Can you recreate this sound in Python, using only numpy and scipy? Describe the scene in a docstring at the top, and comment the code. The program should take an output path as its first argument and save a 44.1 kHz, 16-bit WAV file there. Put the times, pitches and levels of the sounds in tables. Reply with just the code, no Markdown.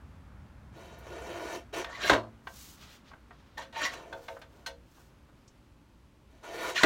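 """Guillotine paper trimmer, two cuts

A trimmer on a wooden table in a small, quiet room. Paper fibres snap under the blade and ring the
plastic bed; then steel scrapes and squeals on steel and the arm slams on its stop. Between the cuts
a sheet slides away, the arm is raised and small knocks sound as the next sheet is lined up."""
import sys
import numpy as np
from scipy import signal
from scipy.fft import rfft, irfft, next_fast_len
from scipy.io import wavfile

SR = 44100
rng = np.random.default_rng(int(sys.argv[2]) if len(sys.argv) > 2 else 0)


def log_audio(samples):
    """Write samples as a 16-bit WAV file to the path given in sys.argv[1]."""
    # one column per channel
    frames = np.atleast_2d(samples).T
    # limit to full scale, then quantise
    limited = np.clip(frames, -1, 1)
    pcm = np.round(limited * 32767).astype(np.int16)
    wavfile.write(sys.argv[1], SR, pcm)


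N = 302085
T = np.arange(N) / SR
HIT_T = T[:SR // 2]  # half a second for each one-shot
FREQS = np.maximum(np.arange(8193) * SR / 16384, 1)

# Blade shearing paper: start_s, attack_s, length_s, level_db, rise_db, treble_db
CUT_STROKES = [(0.72, 0.087, 0.36, -51.5, -6.5, -7.5), (1.012, 0.12, .55, -41.5, 9, -8.5),
               (1.725, 0.015, .078, -36, 2, -4.5), (6.427, 0.014, 0.27, -40.5, 14.5, -4)]
# Raised or poised blade brushing the bed: start_s, attack_s, length_s, level_db, rise_db, treble_db
BRUSH_STROKES = [(3.948, 0.028, 0.32, -50.5, -13, -13.5), (4.275, 0.027, 0.1, -53.5, -7, -12),
                 (4.47, 0.076, 0.24, -60, 4, -18), (6.275, 0.035, .15, -67, 2, -3)]
# Steel edge on the steel bar: start_s, attack_s, length_s, level_db, rise_db, treble_db
SCRAPE_STROKES = [(1.854, 0.017, 0.17, -46.5, 8, -8), (2.005, 0.026, 0.096, -35, 6, -2),
                  (3.571, 0.0086, 0.053, -44, -9.5, -6), (3.735, 0.034, 0.12, -39, 11.5, -2),
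                  (3.889, 0.023, 0.05, -46.5, 13.5, -10), (6.745, 0.022, .085, -37, -3, 5.5)]
# Squeals of the edge: start_s, length_s, first_hz, last_hz, level_db
EDGE_SQUEALS = [(1.92, .018, 1870, 1920, -40.5), (1.945, 0.019, 1960, 2000, -37),
                (1.991, .035, 1850, 1950, -44.5), (2.028, .05, 1560, 1635, -36),
                (2.029, .022, 4004, 3980, -33), (2.065, .036, 2150, 2145, -31),
                (3.572, 0.028, 903, 913, -36), (3.571, 0.017, 1850, 1920, -33),
                (3.761, 0.04, 893, 890, -35.5), (3.844, 0.028, 1882, 1950, -29),
                (6.76, 0.026, 1910, 1710, -24.5), (6.775, .026, 4330, 4210, -29),
                (6.781, 0.025, 1480, 1450, -24.5), (6.804, 0.032, 1080, 950, -31)]
# Arm hitting its stop and rattling: start_s, crack_db, thud_db, crack_rise_s
ARM_HITS = [(2.096, -13.5, -20.5, 0.0012), (2.108, -24, -20, 0.0058), (2.13, -18, -25.5, .004),
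            (2.175, -47, -35, 0.0053), (2.228, -63, -43.5, .006), (6.833, -13.5, -17.5, 0.00042)]
# Fingers, sheet and hinge: start_s, level_db, tilt_db_per_octave, t60_s, hum_db
LIGHT_KNOCKS = [(1.844, -23, -2.5, 0.026, -51), (2.47, -26, -5.5, 0.035, -58),
                (3.113, -40.5, -8, 0.042, -76.5), (3.134, -39, -7, 0.03, -82),
                (3.307, -39.5, -10, 0.047, -78), (3.577, -38.5, 7, 0.039, -52.5),
                (3.619, -45, 6, 0.15, -57), (3.725, -44, 2, 0.12, -51), (4.126, -29.5, -2.5, 0.051, -44.5),
                (4.282, -30.5, -1.5, 0.039, -44), (4.366, -36.5, -14, 0.035, -67),
                (4.415, -39.5, -0.5, 0.077, -59), (4.661, -29, 6, 0.095, -46.5),
                (4.967, -55.5, -10, 0.33, -76), (5.285, -56, -7.5, 0.12, -78)]
# Crisp paper ticks: start_s, level_db, centre_hz, t60_s
PAPER_TICKS = [(0.984, -59, 14000, .08), (4.39, -65, 11000, .04), (5.477, -57, 6100, 0.062)]
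# Sheet sliding over the bed: fastest_s, half_length_s, level_db, treble_db
SHEET_SLIDES = [(2.63, 0.11, -57, 7.5), (2.842, .055, -54, -9.5), (2.942, .05, -59.5, -5.5),
                (3.084, .028, -57, -18), (3.454, 0.22, -69, -19), (4.262, 0.14, -66.5, 1.5),
                (4.577, 0.067, -73, 1), (4.988, 0.11, -72.5, 5.5)]
# Distant noise dying away: time_s, rumble_db, rush_db
DISTANT_FADE = [(0, -49, -59.5), (2.5, -58, -62), (4.6, -61, -66), (6.85, -62.5, -79.5)]

# Resonances of the bed, the blade and the knocked shell: centre_hz, width_hz, level_db
BED_RESONANCES = [(344.7, 28, 2), (678, 35, 3), (882, 6.8, 0.5), (1456, 124, -6.5), (1797, 97, -6.5),
                  (2310, 65, -10), (2704, 57, -10.5), (3088, 145, -11.5), (3860, 85, -10), (4390, 240, -17),
                  (5530, 62, -15), (5980, 220, -15.5), (6230, 26, -20), (6590, 37, -13.5), (7080, 170, -20),
                  (7670, 50, -21), (8050, 50, -26)]
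BLADE_RESONANCES = [(724, 20, -1.5), (1114, 74, -0.5), (1473, 28, -1), (1780, 62, -2.5), (1833, 67, 0.5),
                    (2220, 29, -4), (2418, 53, -5), (2830, 45, -5), (3200, 67, -9), (3770, 45, -18.5),
                    (3820, 53, -21.5), (3970, 38, -6.5), (4450, 65, -12), (5720, 26.6, -11.5),
                    (5930, 28.5, -23.5), (7120, 96.4, -17.5)]
SHELL_RESONANCES = [(662, 40, -6), (937, 14, -6.5), (1087, 110, -4.5), (1535, 70, 4), (1870, 110, -3),
                    (2175, 32, -20), (2885, 150, -9), (3486, 480, -10), (4170, 150, -12),
                    (4340, 180, -16.5), (6020, 160, -16), (6760, 61, -21.5)]
# Ring of the trimmer frame and of the table under it: pitch_hz, level_db, t60_s
FRAME_RING = [(362, 0, 0.24), (514, -1.5, 0.28), (681, -13, 0.62), (890, -12, 0.19), (1089, -7.5, 0.2),
              (1387, -2.5, 0.18), (1530, -2.5, 0.12), (1590, -16.5, 0.23), (1858, -7.5, 0.11),
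              (2024, -21, 0.53), (2800, -15.5, 0.19), (2927, -21.5, 0.238), (3095, -22.5, 0.237),
              (3360, -9.5, 0.1), (3830, -8, 0.088), (4296, -9, 0.152), (3850, -16, 0.074), (4383, -17, 0.1)]
TABLE_RING = [(111, -8, 0.53), (223.4, -16, 0.64), (432, -11.5, 0.42)]
# Notes of the hollow bed: pitch_hz, level_db, time_to_peak_s
HOLLOW_NOTES = [(476, -4, 0.046), (540, 0.5, 0.042), (655, 1, 0.029), (732, -1, 0.013), (914, 1.5, 0.013)]

# Broad tone curve of each layer: frequency_hz, gain_db
CUT_EQ = [(71, -28), (120, -31), (255, -20), (346, -6), (459, -6), (649, -7), (812, -14), (899, -7),
          (1240, -14.5), (1460, -20.5), (2290, -14.5), (4960, -25), (6080, -26.5), (15500, -37.5)]
BLADE_EQ = [(88, -56.5), (150, -14.5), (668, -1), (812, -13), (894, -4.5), (1340, -4), (1870, -4.5),
            (3040, -8.5), (4060, -12), (4930, -16.5), (6730, -17.5), (8490, -27.5), (15500, -35.5)]
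CRACK_EQ = [(150, -16), (600, 0.5), (1100, -4.5), (1650, 2), (2500, -8), (3600, -7), (5200, -21),
            (7000, -21.5), (10000, -34.5), (15000, -38.5)]
THUD_EQ = [(22, -42), (45, -13.5), (70, -11.5), (120, -11), (180, -18), (340, 5), (480, -5.5), (650, 6.5),
           (800, -7), (1000, 1), (2000, -24.5), (5000, -32.5), (15000, -55)]
SHELL_EQ = [(100, -34), (350, -13.5), (700, -5.5), (1500, -3.5), (2500, -7), (4200, -12.5), (7000, -25),
            (15000, -36)]
PAPER_EQ = [(300, -17), (700, -13.5), (1100, -6.5), (2000, -7.5), (4000, 1.5), (6500, 6), (10000, -1),
            (15500, 2)]
AIR_EQ = [(15, -49.5), (25, -9.5), (36, -18.5), (59, -2.5), (91, -28.5), (113, -10), (178, -20),
          (281, -13.5), (495, -28), (537, -21), (703, -31), (848, -25.5), (1750, -33.5), (2700, -34.5),
          (15500, -52.5)]
RUSH_EQ = [(100, -3.5), (220, 12), (330, -0.5), (700, -0.5), (1400, 0), (2300, -10.5), (5000, -27.5),
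           (15000, -39)]
RUMBLE_EQ = [(25, -35), (45, -5), (62, 5), (90, -1), (155, -6), (210, -10), (350, -33), (1000, -63.5)]


def shearing():
    """Fibres snap in uneven bunches under the blade and ring the bed."""
    snaps = grains(per_s=4000, spread_db=3.5) + amp(-6) * rng.standard_normal(N)
    snaps *= amp(0.26 * drift(170))
    bed = equalise(snaps, body(BED_RESONANCES, CUT_EQ, broad_db=1))
    crunch = shift_timbre(bed, per_s=40, depth_db=1.87)
    return play_strokes(crunch, CUT_STROKES + BRUSH_STROKES, split_hz=1260, t60=0.18, brighten=0.28)


def scraping():
    """Steel sticks and slips on steel, ringing the blade."""
    slips = grains(per_s=3500, spread_db=1) + amp(-4.5) * rng.standard_normal(N)
    slips *= amp(0.2 * drift(130))
    blade = equalise(slips, body(BLADE_RESONANCES, BLADE_EQ, broad_db=-5.5))
    rasp = shift_timbre(blade, per_s=50, depth_db=3.5)
    return play_strokes(rasp, SCRAPE_STROKES, split_hz=2580, t60=0.17, brighten=0.57)


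def squealing():
    """The slips lock into a rough note that glides as the contact point travels."""
    out = np.zeros(N)
    waver = 1 + .03 * drift(700)
    flutter = unit(amp(3 * drift(260)))
    for start, length, first_hz, last_hz, db in EDGE_SQUEALS:
        hz = np.interp(T, [start, start + length], [first_hz, last_hz]) * waver
        locked = soft_gate(start, length, edge_s=.008)
        out += amp(db) * locked * np.sin(2 * np.pi * np.cumsum(hz) / SR)
    return out * flutter


def slamming():
    """The arm cracks on its stop and rattles; the frame rings and the table answers with a thud."""
    out = np.zeros(N)
    crack_tone = curve(CRACK_EQ)
    for start, crack_db, thud_db, rise_s in ARM_HITS:
        crack = burst(crack_tone, t60=0.054) + amp(-8.5) * burst(crack_tone, t60=0.131)
        thud = amp(2) * burst(curve(THUD_EQ), t60=0.15)
        frame = amp(-15) * ring(FRAME_RING)
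        table = amp(-3) * swell(0.035) * ring(TABLE_RING)
        add(out, start, amp(crack_db) * swell(rise_s) * crack)
        add(out, start + .001, amp(thud_db) * (swell(0.0036) * (thud + frame) + table))
    return out


def knocking():
    """Light contacts clack on the trimmer; the hollow bed hums on after each."""
    out = np.zeros(N)
    shell = body(SHELL_RESONANCES, SHELL_EQ, broad_db=-1.5)
    treble_octaves = np.log2(np.clip(FREQS / 1000, 1, 6))
    for start, db, tilt, t60, hum_db in LIGHT_KNOCKS:
        clack = burst(shell * amp(tilt * treble_octaves), t60)
        modes = [(hz, peak_db + tilt * np.log2(hz / 1000), t60) for hz, _, peak_db in SHELL_RESONANCES]
        add(out, start, amp(db) * swell(0.0031) * (amp(-5) * clack + amp(-10) * ring(modes)))
        # Low bending waves travel slowest, so the deeper notes bloom later.
        for hz, note_db, peak_s in HOLLOW_NOTES:
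            bloom = (HIT_T / peak_s * np.exp(1 - HIT_T / peak_s)) ** 2
            add(out, start, amp(hum_db + note_db) * bloom * tone(hz))
    return out


def ticking():
    """The paper gives crisp little ticks, each a band of high noise."""
    out = np.zeros(N)
    for start, db, hz, t60 in PAPER_TICKS:
        band = 1 / (1 + (3 * (FREQS - hz) / hz) ** 4)
        add(out, start, amp(db) * swell(0.002) * burst(band, t60))
    return out


def sliding():
    """Paper drags over the bed: fine grit and hiss that swell and ebb with the speed of the hand."""
    rub = grains(per_s=3700, spread_db=5.5) + rng.standard_normal(N)
    rub *= amp(1.5 * drift(60))
    low, high = crossover(equalise(rub, curve(PAPER_EQ)), split_hz=3340)
    out = np.zeros(N)
    for fastest_s, half_s, db, treble_db in SHEET_SLIDES:
        speed = np.exp(-((T - fastest_s) / half_s) ** 2)
        out += speed * amp(db) * (low + amp(treble_db) * high)
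    return out


def room_reverb(x, wet_db, t60, dull_hz):
    """A furnished room: dense, short reflections with dulled treble."""
    tail = rng.standard_normal(len(HIT_T)) * decay(HIT_T, t60) * (HIT_T > .004)
    tail /= np.sqrt(np.sum(tail ** 2))
    tail = signal.sosfilt(signal.butter(1, dull_hz, fs=SR, output="sos"), tail)
    wet = amp(wet_db) * signal.fftconvolve(x, tail)[:N]
    return (x + wet) / np.hypot(1, amp(wet_db))


def room_tone():
    """Room air and mains hum, with a distant rush and rumble that slowly die away."""
    times, rumble_db, rush_db = np.transpose(DISTANT_FADE)
    air = noise(AIR_EQ) * amp(-59.5 + .5 * drift(6.1))
    hum = np.sin(2 * np.pi * 60 * T) * amp(-63.5 + 2.3 * drift(4.3))
    rush = noise(RUSH_EQ) * amp(np.interp(T, times, rush_db) + .5 * drift(14))
    rumble = noise(RUMBLE_EQ) * amp(np.interp(T, times, rumble_db) + 0.64 * drift(12))
    return air + hum + rush + rumble


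def play_strokes(friction, strokes, split_hz, t60, brighten):
    """Each stroke bites, follows the force on the arm in level and brightness, then dies away."""
    low, high = crossover(friction, split_hz)
    out = np.zeros(N)
    for start, attack_s, length, db, rise_db, treble_db in strokes:
        t = T - start
        force_db = rise_db * (np.clip(t / length, 0, 1) - .5)
        contact = np.clip(t / attack_s, 0, 1) * decay(np.clip(t - length, 0, 1), t60)
        treble = amp(treble_db + brighten * force_db)  # brighten: dB of treble per dB of force
        out += contact * amp(db + force_db) * (low + treble * high)
    return out


def shift_timbre(x, per_s, depth_db):
    """As the contact point travels, each half octave is driven more or less strongly."""
    size = next_fast_len(N)
    spectrum = rfft(x, size)
    hz = np.maximum(np.arange(len(spectrum)) * SR / size, 1)
    half_octaves = np.clip(2 * np.log2(hz / 500), 0, 9)
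    out = np.zeros(N)
    for band in range(10):
        weight = np.maximum(1 - np.abs(half_octaves - band), 0)
        out += irfft(spectrum * weight, size)[:N] * amp(depth_db * drift(per_s))
    return out


def crossover(x, split_hz):
    """Body and treble of a friction sound, each at rms 1."""
    low = signal.sosfiltfilt(signal.butter(2, split_hz, fs=SR, output="sos"), x)
    return unit(low), unit(x - low)


def grains(per_s, spread_db):
    """Randomly timed tiny snaps of uneven size."""
    snaps = (rng.random(N) < per_s / SR) * rng.choice([-1, 1], N)
    return unit(snaps * amp(spread_db * np.clip(rng.standard_normal(N), -2, 2)))


def burst(gain, t60):
    """One contact: a crowd of quickly dying vibrations, rms 1 over its first 10 ms."""
    x = equalise(rng.choice([-1, 1], len(HIT_T)) * decay(HIT_T, t60), gain)
    return x / np.sqrt(np.mean(x[:SR // 100] ** 2))


def ring(modes):
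    """The decaying notes of a struck body."""
    return sum(amp(db) * decay(HIT_T, t60) * tone(hz) for hz, db, t60 in modes)


def tone(hz):
    """A short sine at a random phase."""
    return np.sin(2 * np.pi * (hz * HIT_T + rng.random()))


def noise(eq):
    """Steady coloured noise at rms 1."""
    return unit(equalise(rng.standard_normal(N), curve(eq)))


def drift(per_s):
    """Smooth random modulation at rms 1."""
    values = rng.standard_normal(8192)
    return unit(np.interp(T * per_s, np.arange(len(values)), values))


def body(peaks, eq, broad_db):
    """Resonances standing over a broad tone curve."""
    power = sum(amp(db) ** 2 / (1 + (2 * (FREQS - hz) / width) ** 2) ** 2 for hz, width, db in peaks)
    return np.sqrt(power + (amp(broad_db) * curve(eq)) ** 2)


def curve(eq):
    """Gain at each frequency, drawn through the EQ points."""
    hz, db = np.transpose(eq)
    return amp(np.interp(np.log(FREQS), np.log(hz), db))


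def equalise(x, gain):
    """Minimum-phase EQ: nothing rings ahead of the attack."""
    cepstrum = irfft(np.log(gain + 1e-6))
    half = len(cepstrum) // 2
    fold = np.r_[1, np.full(half - 1, 2), np.zeros(half)]
    impulse = irfft(np.exp(rfft(cepstrum * fold)))[:half]
    return signal.fftconvolve(x, impulse)[:len(x)]


def soft_gate(start, length, edge_s):
    """Smooth fade in, hold and fade out."""
    ramp = np.clip(np.minimum(T - start, start + length - T) / edge_s, 0, 1)
    return np.sin(np.pi / 2 * ramp) ** 2


def swell(rise_s):
    """Vibration takes a moment to spread through the body."""
    return 1 - np.exp(-HIT_T / rise_s)


def decay(t, t60):
    """Fall by 60 dB every t60 seconds."""
    return np.exp(-np.log(1000) * t / t60)


def add(out, start_s, x):
    """Mix a sound in on its cue."""
    start = int(start_s * SR)
    out[start:start + len(x)] += x[:max(N - start, 0)]


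def amp(db):
    """Decibels to gain."""
    return 10 ** (np.asarray(db) / 20)


def unit(x):
    """Scale to rms 1."""
    return x / np.sqrt(np.mean(x ** 2))


def scene():
    """Trimmer and paper in a short reverb, over room tone, in mono."""
    trimmer = shearing() + scraping() + squealing() + sliding() + slamming() + knocking() + ticking()
    return (room_reverb(trimmer, wet_db=-7, t60=0.16, dull_hz=7500) + room_tone())[None]


def record(dry):
    """Soft saturation rounds the loudest peaks; a steep low-pass cuts the top."""
    top_hz = 15850
    rounded = np.tanh(1.247 * dry) / 1.41
    return signal.sosfilt(signal.ellip(10, .2, 70, top_hz, fs=SR, output="sos"), rounded)


dry = scene()
out = record(dry)
log_audio(out)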